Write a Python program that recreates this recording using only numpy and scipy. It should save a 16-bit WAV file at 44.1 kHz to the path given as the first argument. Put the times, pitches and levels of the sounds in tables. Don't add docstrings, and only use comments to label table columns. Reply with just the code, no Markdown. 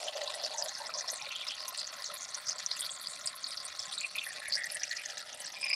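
import sys
import numpy as np
from scipy import signal
from scipy.fft import rfft, irfft, next_fast_len
from scipy.io import wavfile
from scipy.ndimage import uniform_filter1d, map_coordinates

SR = 44100
rng = np.random.default_rng(int(sys.argv[2]) if len(sys.argv) > 2 else 0)


def store_wav(level_fs):
    pcm = np.round(np.clip(np.atleast_2d(level_fs), -1, 1) * 32767)
    wavfile.write(sys.argv[1], SR, pcm.T.astype(np.int16))


N = 253560

# f/Hz, relative density/dB
RUMBLE_SPECTRUM = [(15, -43), (25, -18), (91, -4.5), (188, 6), (366, 1.5), (413, -2), (450, -23),
                   (580, -34), (990, -120)]
# multiple of BUZZ_HZ, rms level/dB
BUZZ_HARMONICS = [(2, -87.5), (3, -84), (4, -85.5), (5, -89), (6, -85)]
# t/s, peak level/dB, f/Hz
HAND_BUMPS = [(1.228, -59, 150), (1.96, -61, 224), (2.117, -59, 176), (2.472, -59, 121), (2.847, -62, 124),
              (3.083, -58, 176), (3.249, -59, 142), (3.701, -71, 70.6), (3.8, -63, 100), (3.878, -55, 176),
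              (4.168, -64, 108), (4.478, -63, 92), (5.348, -66, 248), (5.451, -59, 171)]
# t/s, fizz level/dB, blend between two fizz colours/0-1
SPRAY_COURSE = [(0.0, -42, 0.13), (0.5, -42.5, 0.15), (0.75, -45.5, 0.12), (1.2, -46.5, 0.3),
                (1.36, -46, 0.44), (1.76, -45.5, 0.36), (2.58, -47, 0.46), (3.5, -47, 0.54),
                (3.91, -44, 0.36), (4.05, -45, 0.56), (4.5, -46.5, 0.1), (5.0, -45.5, 0.28),
                (5.75, -48.5, 0.14)]
# f/Hz, shape (times 5.5 - blend gives dB)
FIRST_COLOUR = [(760, -0.5), (1300, -10), (1470, -2), (1630, 1), (1950, 0), (2230, -4), (2480, -1.5),
                (3110, -3), (3950, -2), (4920, -1.5), (6310, -4), (7690, -4.5), (10300, -4.5), (12500, -56),
                (15600, -53)]
# (times blend gives dB, added to the first colour)
SECOND_COLOUR = [(760, -28.5), (1300, 36), (1630, -54), (2100, 1), (2280, 6), (2810, 6.5), (3450, 8.5),
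                 (3750, 0), (4390, 7), (5020, -23), (5510, -0.5), (6250, -10), (9180, 0.5), (10400, -10),
                 (15600, -47)]
# f/Hz, width of first resonator/Hz, relative level/dB
TUB_MODES = [(610, 144, 3.5), (834, 240, -6.5), (1069, 73, 1.5), (1326, 207, 1.5), (1943, 380, -2)]
# t/s, level/dB
DEEP_GURGLE_COURSE = [(0, -44), (0.1, -58), (0.2, -49.5), (0.65, -50), (0.74, -66), (0.82, -49),
                      (1.2, -59.5), (1.4, -58), (5.0, -60.5), (5.25, -55), (5.54, -65), (5.75, -59)]
# pocket f/Hz, relative level/dB before the random size
SMALL_SPURT_LEVELS = [(3000, -18), (4500, 1), (6500, -1), (9000, -5.5), (12000, -17), (15000, -25)]
# t/s, extra path/ms, strength/0-1 (held to 0.95)
WALL_COURSE = [(0, 0.29, 0.85), (2.0, 0.23, 0), (2.6, 0.65, 0.1), (3.9, 0.27, 0.07), (4.7, 0.36, 0.56),
               (5.2, 0.35, 0.24), (5.5, 0.33, 0.8), (5.75, 0.31, 1)]
# (t/s, f/Hz, depth/0-1, held to 0.9)
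HOLLOW_BANDS = [(151, [(2.4, 930, 0), (2.8, 875, 0.3), (4.2, 956, 0.7), (4.7, 1050, 1), (5.2, 1085, 0.9),
                (5.55, 1100, 0.8), (5.75, 1400, 1)]), (103, [(0, 1670, 1), (1.9, 1650, 0.45),
                (2.4, 1580, 0)]), (810, [(0.4, 2600, 0.2), (0.7, 2760, 0.74), (1.15, 2930, 0.53),
                (1.25, 2640, 0), (1.8, 2500, 0.34), (2.0, 2760, 0.66), (3.8, 2750, 0.67), (4.4, 2960, 0.55),
                (5.2, 2520, 0.47)])]
# start t/s, length/s, lower whistle level/dB, upper whistle level/dB
SQUIRT_PULSES = [(5.558, 0.02, -46, -59), (5.59, 0.027, -54, -61), (5.612, 0.0072, -48, -37),
                 (5.626, 0.0078, -34.5, -37), (5.638, 0.0085, -32, -33), (5.656, 0.017, -36.5, -45),
                 (5.678, 0.022, -45, -37), (5.699, 0.0067, -31, -38), (5.709, 0.0073, -31.5, -31),
                 (5.727, 0.0044, -30, -56), (5.73, 0.0046, -28, -24), (5.738, 0.0069, -40, -30.5)]
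# f/Hz, width/Hz
NOZZLE_RESONANCES = [(2420, 290), (4990, 280)]
# t/s, level/dB, f/Hz at the top of the swell
BUBBLE_SNAPS = [(0.2177, -30, 4070), (0.4483, -20.5, 4420), (0.478, -35, 4040), (0.5157, -30.5, 4200),
                (0.623, -20, 4790), (0.987, -32, 5750), (1.082, -23, 5300), (1.3614, -30, 3460),
                (1.4845, -26, 5020), (1.518, -27, 3140), (1.6367, -28, 4700), (1.748, -30, 4600),
                (1.843, -27, 4500), (2.0223, -28.5, 4860), (2.0417, -25, 4190), (2.208, -32, 6060),
                (2.241, -32, 6620), (2.468, -37, 5600), (2.4849, -23.5, 6000), (2.583, -27, 4720),
                (2.793, -37, 4800), (2.808, -16.5, 8260), (3.014, -31, 4260), (3.0705, -26.5, 4750),
                (3.0842, -29, 7800), (3.259, -23.5, 8000), (3.572, -28, 5200), (3.6506, -27, 9200),
                (4.008, -22, 7150), (4.1833, -25.5, 3400), (4.3153, -39, 4550), (4.5244, -24, 4150),
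                (4.536, -32, 5250), (4.701, -27.5, 5070), (5.0507, -41, 6000)]
# start t/s, length/s, level before fade and stutter/dB, pocket f/Hz
LOUD_SPURTS = [(0.003, 0.029, -46, 600), (0.035, 0.05, -38.5, 5830), (0.039, 0.055, -33.5, 630),
               (0.073, 0.031, -32, 3160), (0.14, 0.094, -34, 587), (0.21, 0.087, -52, 4660),
               (0.217, 0.049, -37, 610), (0.266, 0.034, -41.5, 1026), (0.273, 0.021, -34.5, 4070),
               (0.338, 0.041, -40, 8800), (0.402, 0.076, -37.5, 634), (0.428, 0.032, -31, 4850),
               (0.521, 0.12, -40.5, 890), (0.335, 0.044, -40.5, 587), (0.572, 0.1, -36, 627),
               (0.572, 0.046, -27.5, 5900), (0.617, 0.033, -39, 5060), (0.626, 0.032, -38.5, 10600),
               (0.676, 0.027, -35, 6500), (0.737, 0.05, -51, 1980), (0.742, 0.045, -36.5, 5140),
               (0.793, 0.057, -40, 913), (0.795, 0.053, -43.5, 560), (0.85, 0.03, -42, 1960),
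               (0.885, 0.017, -55, 570), (0.888, 0.02, -34.5, 1310), (0.898, 0.024, -41, 2460),
               (0.937, 0.026, -28.5, 5200), (0.93, 0.046, -39.5, 1034), (0.945, 0.062, -42, 564),
               (0.969, 0.041, -30.5, 5920), (1.037, 0.0098, -37, 1040), (1.075, 0.028, -32, 5200),
               (1.098, 0.023, -31.5, 6100), (1.11, 0.033, -35.5, 9440), (1.118, 0.011, -35.5, 575),
               (1.15, 0.036, -39, 7000), (1.19, 0.03, -39, 2510), (1.21, 0.034, -42, 830),
               (1.24, 0.059, -46, 564), (1.214, 0.0069, -35, 4130), (1.222, 0.0063, -29.5, 5570),
               (1.258, 0.021, -36.5, 2420), (1.303, 0.048, -35, 2560), (1.295, 0.18, -40.5, 3340),
               (1.355, 0.022, -36, 3280), (1.41, 0.015, -36, 3350), (1.42, 0.034, -41.5, 2400),
               (1.47, 0.0079, -48, 5940), (1.515, 0.034, -36, 3200), (1.399, 0.042, -39, 3200),
               (1.45, 0.026, -47, 1040), (1.472, 0.039, -35.5, 5200), (1.488, 0.032, -35, 3140),
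               (1.582, 0.039, -37, 4730), (1.67, 0.035, -39.5, 1020), (1.677, 0.014, -32, 5820),
               (1.681, 0.021, -32, 11000), (1.744, 0.068, -38, 4600), (1.768, 0.037, -36, 7550),
               (1.783, 0.03, -31.5, 4720), (1.838, 0.041, -40, 4750), (1.867, 0.015, -32, 6040),
               (2.036, 0.12, -41, 4350), (2.037, 0.059, -34, 6240), (2.076, 0.071, -42, 580),
               (2.091, 0.012, -34, 1325), (2.131, 0.034, -38, 10100), (2.203, 0.051, -37.5, 5970),
               (2.276, 0.026, -39, 5900), (2.343, 0.012, -26, 6030), (2.367, 0.024, -43, 9000),
               (2.402, 0.028, -56, 14100), (1.985, 0.021, -58, 13500), (2.14, 0.049, -52, 13500),
               (2.449, 0.082, -31, 5500), (2.481, 0.02, -27, 6500), (2.508, 0.0058, -31, 5000),
               (2.577, 0.028, -38, 6400), (2.661, 0.012, -23.5, 5800), (2.704, 0.047, -31.5, 4570),
               (2.755, 0.027, -42, 2700), (2.788, 0.014, -35.5, 4350), (2.789, 0.042, -32.5, 9500),
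               (2.806, 0.0058, -26, 8100), (2.809, 0.041, -33, 3380), (2.835, 0.035, -46, 11000),
               (2.892, 0.011, -30, 3360), (2.895, 0.068, -34.5, 7500), (3.056, 0.029, -34.5, 4430),
               (3.078, 0.087, -40.5, 8230), (3.253, 0.049, -34.5, 8020), (3.27, 0.013, -26.5, 4910),
               (3.334, 0.018, -38, 1070), (3.349, 0.023, -38.5, 11100), (3.44, 0.0092, -23.5, 4480),
               (3.463, 0.014, -30.5, 4400), (3.47, 0.066, -42, 9000), (3.508, 0.037, -38, 4800),
               (3.568, 0.024, -34, 4470), (3.644, 0.021, -33.5, 8350), (3.792, 0.011, -24.5, 5320),
               (3.814, 0.033, -36, 5330), (3.914, 0.043, -38.5, 8530), (3.916, 0.027, -34.5, 3680),
               (3.976, 0.016, -26, 3840), (3.982, 0.0096, -28.5, 7600), (4.005, 0.042, -44.5, 8100),
               (4.013, 0.0097, -32, 2460), (4.029, 0.028, -28, 2510), (4.05, 0.033, -42, 8560),
               (4.149, 0.025, -32, 2440), (4.155, 0.013, -36, 10200), (4.178, 0.011, -25, 2516),
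               (4.179, 0.032, -33.5, 3600), (4.201, 0.048, -35, 2580), (4.37, 0.027, -42.5, 2500),
               (4.225, 0.065, -40, 10300), (4.25, 0.072, -36, 1840), (4.462, 0.046, -37, 2190),
               (4.678, 0.039, -43, 2500), (4.7, 0.038, -61, 1680), (5.075, 0.1, -54, 1760),
               (4.412, 0.1, -39, 1800), (4.476, 0.019, -35.5, 9240), (4.519, 0.029, -23, 4580),
               (4.548, 0.018, -27, 5030), (4.56, 0.11, -32, 1880), (4.588, 0.06, -32.5, 1927),
               (4.632, 0.017, -33, 4900), (4.652, 0.011, -41, 9600), (4.692, 0.04, -43, 4700),
               (4.71, 0.029, -36, 10400), (4.735, 0.059, -39.5, 1850), (4.744, 0.016, -28, 8500),
               (4.832, 0.01, -22, 5800), (4.83, 0.017, -35, 2500), (4.899, 0.053, -31, 1874),
               (4.906, 0.023, -30.5, 4100), (4.959, 0.021, -39, 1930), (4.967, 0.012, -33, 4970),
               (4.975, 0.045, -38, 2460), (5.048, 0.027, -40, 1860), (5.049, 0.014, -31.5, 5900),
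               (5.102, 0.0068, -33.5, 5630), (5.175, 0.018, -35.5, 5700), (5.322, 0.017, -37, 5600),
               (5.342, 0.014, -40.5, 9250), (4.37, 0.012, -38, 4650), (4.875, 0.022, -41, 5100),
               (2.745, 0.13, -55, 12100), (3.005, 0.031, -41.5, 10500), (5.4, 0.019, -36, 8840),
               (5.459, 0.043, -37, 4900), (5.613, 0.012, -33.5, 8400), (5.643, 0.0099, -35, 9000),
               (5.692, 0.014, -36.5, 8700), (5.743, 0.0043, -39, 8200)]
# pocket f/Hz, width as share of f
POCKET_WIDTH_SHARE = [(600, 0.18), (1100, 0.081), (1850, 0.12), (2500, 0.17), (3200, 0.16), (5000, 0.43),
                      (9000, 0.44)]

CUTOFF_HZ = 15750
BUZZ_HZ, RUMBLE_DB = 30.3, -72.5
SMALL_DB, TICKS_REL_DB, UPPER_GURGLE_DB = -52, -13.5, -53
NARROWS_DB_PER_DB, USUAL_SPURT_DB = 1, -29
SNAP_SWELL_CYCLES, SNAP_CLIMB_PER_CYCLE, SNAP_GRIT_SHARE = 5.36, 0.0064, 0.28
NOZZLE_WAVER_SHARE = 0.016
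PULSE_EDGE_S, SEEP_DB, SEEP_DECAY_S = 0.003, -30, 0.0078


def amp(db):
    return 10 ** (np.asarray(db) / 20)


def rms_one(x):
    return x / np.sqrt(np.mean(x ** 2) + 1e-20)


def in_time(rows):
    s, *columns = np.transpose(rows)
    return [np.interp(np.arange(N) / SR, s, c) for c in columns]


def at_hz(points, hz):
    hz_points, values = np.transpose(points)
    return np.interp(np.log(hz), np.log(hz_points), values)


def drift(rate_hz):
    r = np.exp(-80 * np.pi * rate_hz / SR)
    noise = rng.standard_normal(N // 40 + 2002)
    slow = signal.lfilter([1], [1, -2 * r, r * r], noise)[2000:]
    return np.interp(np.arange(N) / 40, np.arange(len(slow)), rms_one(slow))


def resonate(x, hz, width_hz):
    r = np.exp(-np.pi * width_hz / SR)
    poles = [1, -2 * r * np.cos(2 * np.pi * hz / SR), r * r]
    return signal.lfilter(np.array([1, 0, -1]) * (1 - r * r) / 2, poles, x)


def pops(per_s, spread_db, size):
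    draw = rng.random((3, size))
    sizes = amp(spread_db * np.minimum(-np.log(draw[0] + 1e-9), 4))
    signs = np.sign(draw[1] - .5)
    return rms_one(sizes * signs * (draw[2] < per_s / SR) + 1e-9)


def bands(x, spectrum, count, patchy_db):
    edges = np.geomspace(spectrum[0][0], spectrum[-1][0], count)
    for k, (low, high) in enumerate(zip(edges, edges[1:])):
        sos = signal.butter(2, [low, high], "band", fs=SR, output="sos")
        band = signal.sosfilt(sos, x[k % 2])
        yield np.sqrt(low * high), band * amp(patchy_db * drift(20.5))


def add_spurt(out, film, start_s, length_s, level_db, hz, width_hz, rise=0.015, edge_s=0.00083,
              swell=0.21, fade_db=-7.0, cycles=8.5, widest_hz=520):
    i = max(round((start_s - edge_s / 2) * SR), 0)
    n = round((length_s + 5 * edge_s) * SR)
    t = np.arange(min(n, N - i)) / SR
    late = t / t[-1]
    gate = np.clip(t / (edge_s + swell * length_s), 0, 1) * amp(fade_db * t / length_s)
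    gate = gate * np.exp(-np.maximum(t - length_s, 0) / edge_s)
    blow = film[0, i:i + len(t)] * gate
    bubble_of_pop = (film[1, i:i + len(t)] * 4).astype(int)
    rung = 0
    for k, offset in enumerate((-0.18, 0.0028, 0.14, 0.35)):
        bubble_hz = min(hz + offset * width_hz, .45 * SR)
        sharp_hz = min(bubble_hz / cycles, width_hz * 0.46, widest_hz * max(1, hz / 8500) ** 2)
        share = 1 + rise * 10 * offset * (2 * late - 1)
        ring = resonate(blow * (bubble_of_pop == k) * share + 1e-12, bubble_hz, sharp_hz)
        ring = resonate(ring, bubble_hz, 2.0 * sharp_hz)
        rung = rung + ring * (1 - 2.0 * abs(offset))
    out[i:i + len(t)] += amp(level_db) * rms_one(rung) * np.sqrt(np.mean(gate ** 2))


def wall_echo(x):
    path_ms, strength = in_time(WALL_COURSE)
    dull = signal.filtfilt(*signal.butter(2, 3800, fs=SR), x)
    late = map_coordinates(dull, [np.arange(N) - path_ms * SR / 1000], order=3)
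    return x + np.clip(strength, 0, .95) * late


def dip(x, width_hz, rows):
    hz, depth = in_time(rows)
    turn = np.exp(2j * np.pi * np.cumsum(hz) / SR)
    band = signal.filtfilt(*signal.butter(2, width_hz / 2, fs=SR), x / turn)
    return x - 2 * np.clip(depth, 0, .9) * (band * turn).real


def tub_tail(x, t60_s=0.032, level_db=-7.0, even_hz=350):
    t, size = np.arange(1, 2600) / SR, next_fast_len(N + SR // 4)
    tail = rng.standard_normal(len(t)) * amp(-60 * t / t60_s)
    tub = rfft(np.r_[1, amp(level_db) * tail / np.linalg.norm(tail)], size)
    broad = uniform_filter1d(np.abs(tub) ** 2, int(even_hz * size / SR))
    return irfft(rfft(x, size) * tub / np.sqrt(broad), size)[:N]


def rumble():
    noise_bands = bands(rng.standard_normal((2, N)), RUMBLE_SPECTRUM, count=12, patchy_db=4.0)
    return amp(RUMBLE_DB) * rms_one(sum(band * amp(at_hz(RUMBLE_SPECTRUM, hz)) for hz, band in noise_bands))


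def buzz():
    t = np.arange(N) / SR
    return sum(np.sqrt(2) * amp(db) * np.cos(2 * np.pi * k * BUZZ_HZ * t) for k, db in BUZZ_HARMONICS)


def bumps():
    out, t = np.zeros(N), np.arange(SR // 8) / SR
    for s, db, hz in HAND_BUMPS:
        since, i = t * hz / 1.5, round(s * SR)
        bump = since * np.exp(-2.5 * since) * np.sin(3 * np.pi * since)
        out[i:i + len(bump)] += amp(db) * bump / np.abs(bump).max()
    return out


def fizz(blend):
    clumps = amp(2.0 * drift(62))
    film = [pops(3700, 5.1, N), pops(4000, 12.4, N)]
    total = 0
    for hz, band in bands(film, FIRST_COLOUR, count=26, patchy_db=3.5):
        colour_db = (5.5 - blend) * at_hz(FIRST_COLOUR, hz) + blend * at_hz(SECOND_COLOUR, hz)
        total = total + band * amp(colour_db)
    return rms_one(clumps * total)


def ticks():
    film = pops(2200 * amp(4.7 * drift(30)), 12.0, N)
    wide = resonate(film, 5200, 4900) + amp(-2.0) * resonate(film, 10300, 5000)
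    return rms_one(signal.sosfilt(signal.butter(4, 11500, fs=SR, output="sos"), wide))


def gurgle():
    blows = [pops(900 * amp(3.0 * drift(14)), 1.26, N) for _ in range(2)]
    modes = []
    for k, (hz, width_hz, db) in enumerate(TUB_MODES):
        ring = resonate(resonate(blows[k % 2], hz, width_hz), hz, 1.94 * width_hz)
        modes.append(amp(db + 1.48 * drift(15.0)) * ring / np.sqrt(width_hz))
    deep = amp(in_time(DEEP_GURGLE_COURSE)[0]) * rms_one(modes[0] + modes[1])
    return deep + amp(UPPER_GURGLE_DB) * rms_one(sum(modes[2:]))


def small_spurts(count=1000):
    out, film = np.zeros(N), np.array([pops(2000, 4.9, 2 * N), rng.random(2 * N)])
    for k, (when, long, pitch, size) in enumerate(rng.random((count, 4))):
        hz = 3300 * 4.4 ** pitch
        start_s, length_s = when * (N / SR - .01), 0.0016 + 0.02 * long ** 2
        level_db = at_hz(SMALL_SPURT_LEVELS, hz) + 21.7 * size
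        add_spurt(out, film[:, k * 151:], start_s, length_s, level_db, hz, 0.4 * hz)
    return rms_one(out)


def squirt():
    first, out = round(SQUIRT_PULSES[0][0] * SR) - 200, np.zeros(N)
    t, lip = np.arange(first, N) / SR, drift(42)[first:]
    for k, (hz, width_hz) in enumerate(NOZZLE_RESONANCES):
        power = 0
        for s, length_s, *level_db in SQUIRT_PULSES:
            after = np.maximum(t - s - length_s, 0)
            fall = np.exp(-after / PULSE_EDGE_S) + amp(SEEP_DB) * np.exp(-after / SEEP_DECAY_S)
            gate = np.clip((t - s) / PULSE_EDGE_S, 0, 1) * fall
            power = power + (amp(level_db[k]) * gate) ** 2
        r = np.exp(-np.pi * width_hz / SR)
        blow = pops(1800, 6.4, len(t)) * np.exp(2j * np.pi * rng.random(len(t)))
        ring = signal.lfilter([1], [1, -2 * r, r * r], blow)
        ring = ring / np.sqrt(uniform_filter1d(np.abs(ring) ** 2, size=250))
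        turn = np.exp(2j * np.pi * np.cumsum(hz * (1 + NOZZLE_WAVER_SHARE * lip)) / SR)
        out[first:] += np.sqrt(2 * power) * (ring * turn).real
    return out


def snaps():
    out, t = np.zeros(N + 900), np.arange(900) / SR
    for (s, db, hz), noise in zip(BUBBLE_SNAPS, rng.standard_normal((len(BUBBLE_SNAPS), 900))):
        cycles = hz * t
        swell = (cycles / SNAP_SWELL_CYCLES * np.exp(1 - cycles / SNAP_SWELL_CYCLES)) ** 2
        climb = 1 + SNAP_CLIMB_PER_CYCLE * (cycles / 2 - SNAP_SWELL_CYCLES)
        grit = SNAP_GRIT_SHARE * rms_one(resonate(noise, hz, 0.17 * hz))
        ring = np.sin(2 * np.pi * cycles * climb) + grit
        i = round(s * SR)
        out[i:i + 900] += amp(db) * swell * ring / (1 + SNAP_GRIT_SHARE)
    return out[:N]


def loud_spurts():
    out, film = np.zeros(N), np.array([pops(1600, 5.47, 2 * N), rng.random(2 * N)])
    for k, (start_s, length_s, db, hz) in enumerate(LOUD_SPURTS):
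        widen_db = min(-NARROWS_DB_PER_DB * (db - USUAL_SPURT_DB), 3.0)
        width_hz = hz * at_hz(POCKET_WIDTH_SHARE, hz) * amp(widen_db)
        own_film = film[:, k * 997:]
        add_spurt(out, own_film, start_s, length_s, db, hz, width_hz, rise=0.026, swell=0.26, fade_db=-14.0)
    return out


def scene():
    fizz_db, blend = in_time(SPRAY_COURSE)
    bed = gurgle() + amp(fizz_db) * fizz(np.clip(blend, 0, 1))
    bed = wall_echo(bed + amp(SMALL_DB) * (small_spurts() + amp(TICKS_REL_DB) * ticks()))
    for width_hz, rows in HOLLOW_BANDS:
        bed = dip(bed, width_hz, rows)
    stutter = amp(0.79 * drift(24) + 1.91 * drift(120))
    spray = stutter * (bed + loud_spurts()) + snaps() + squirt()
    spray = signal.sosfilt(signal.butter(6, 440, "high", fs=SR, output="sos"), spray)
    return (tub_tail(spray) + rumble() + buzz() + bumps())[None]


def record(dry):
    return signal.sosfilt(signal.ellip(12, .5, 80, CUTOFF_HZ, fs=SR, output="sos"), dry)


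dry = scene()
out = record(dry)
store_wav(out)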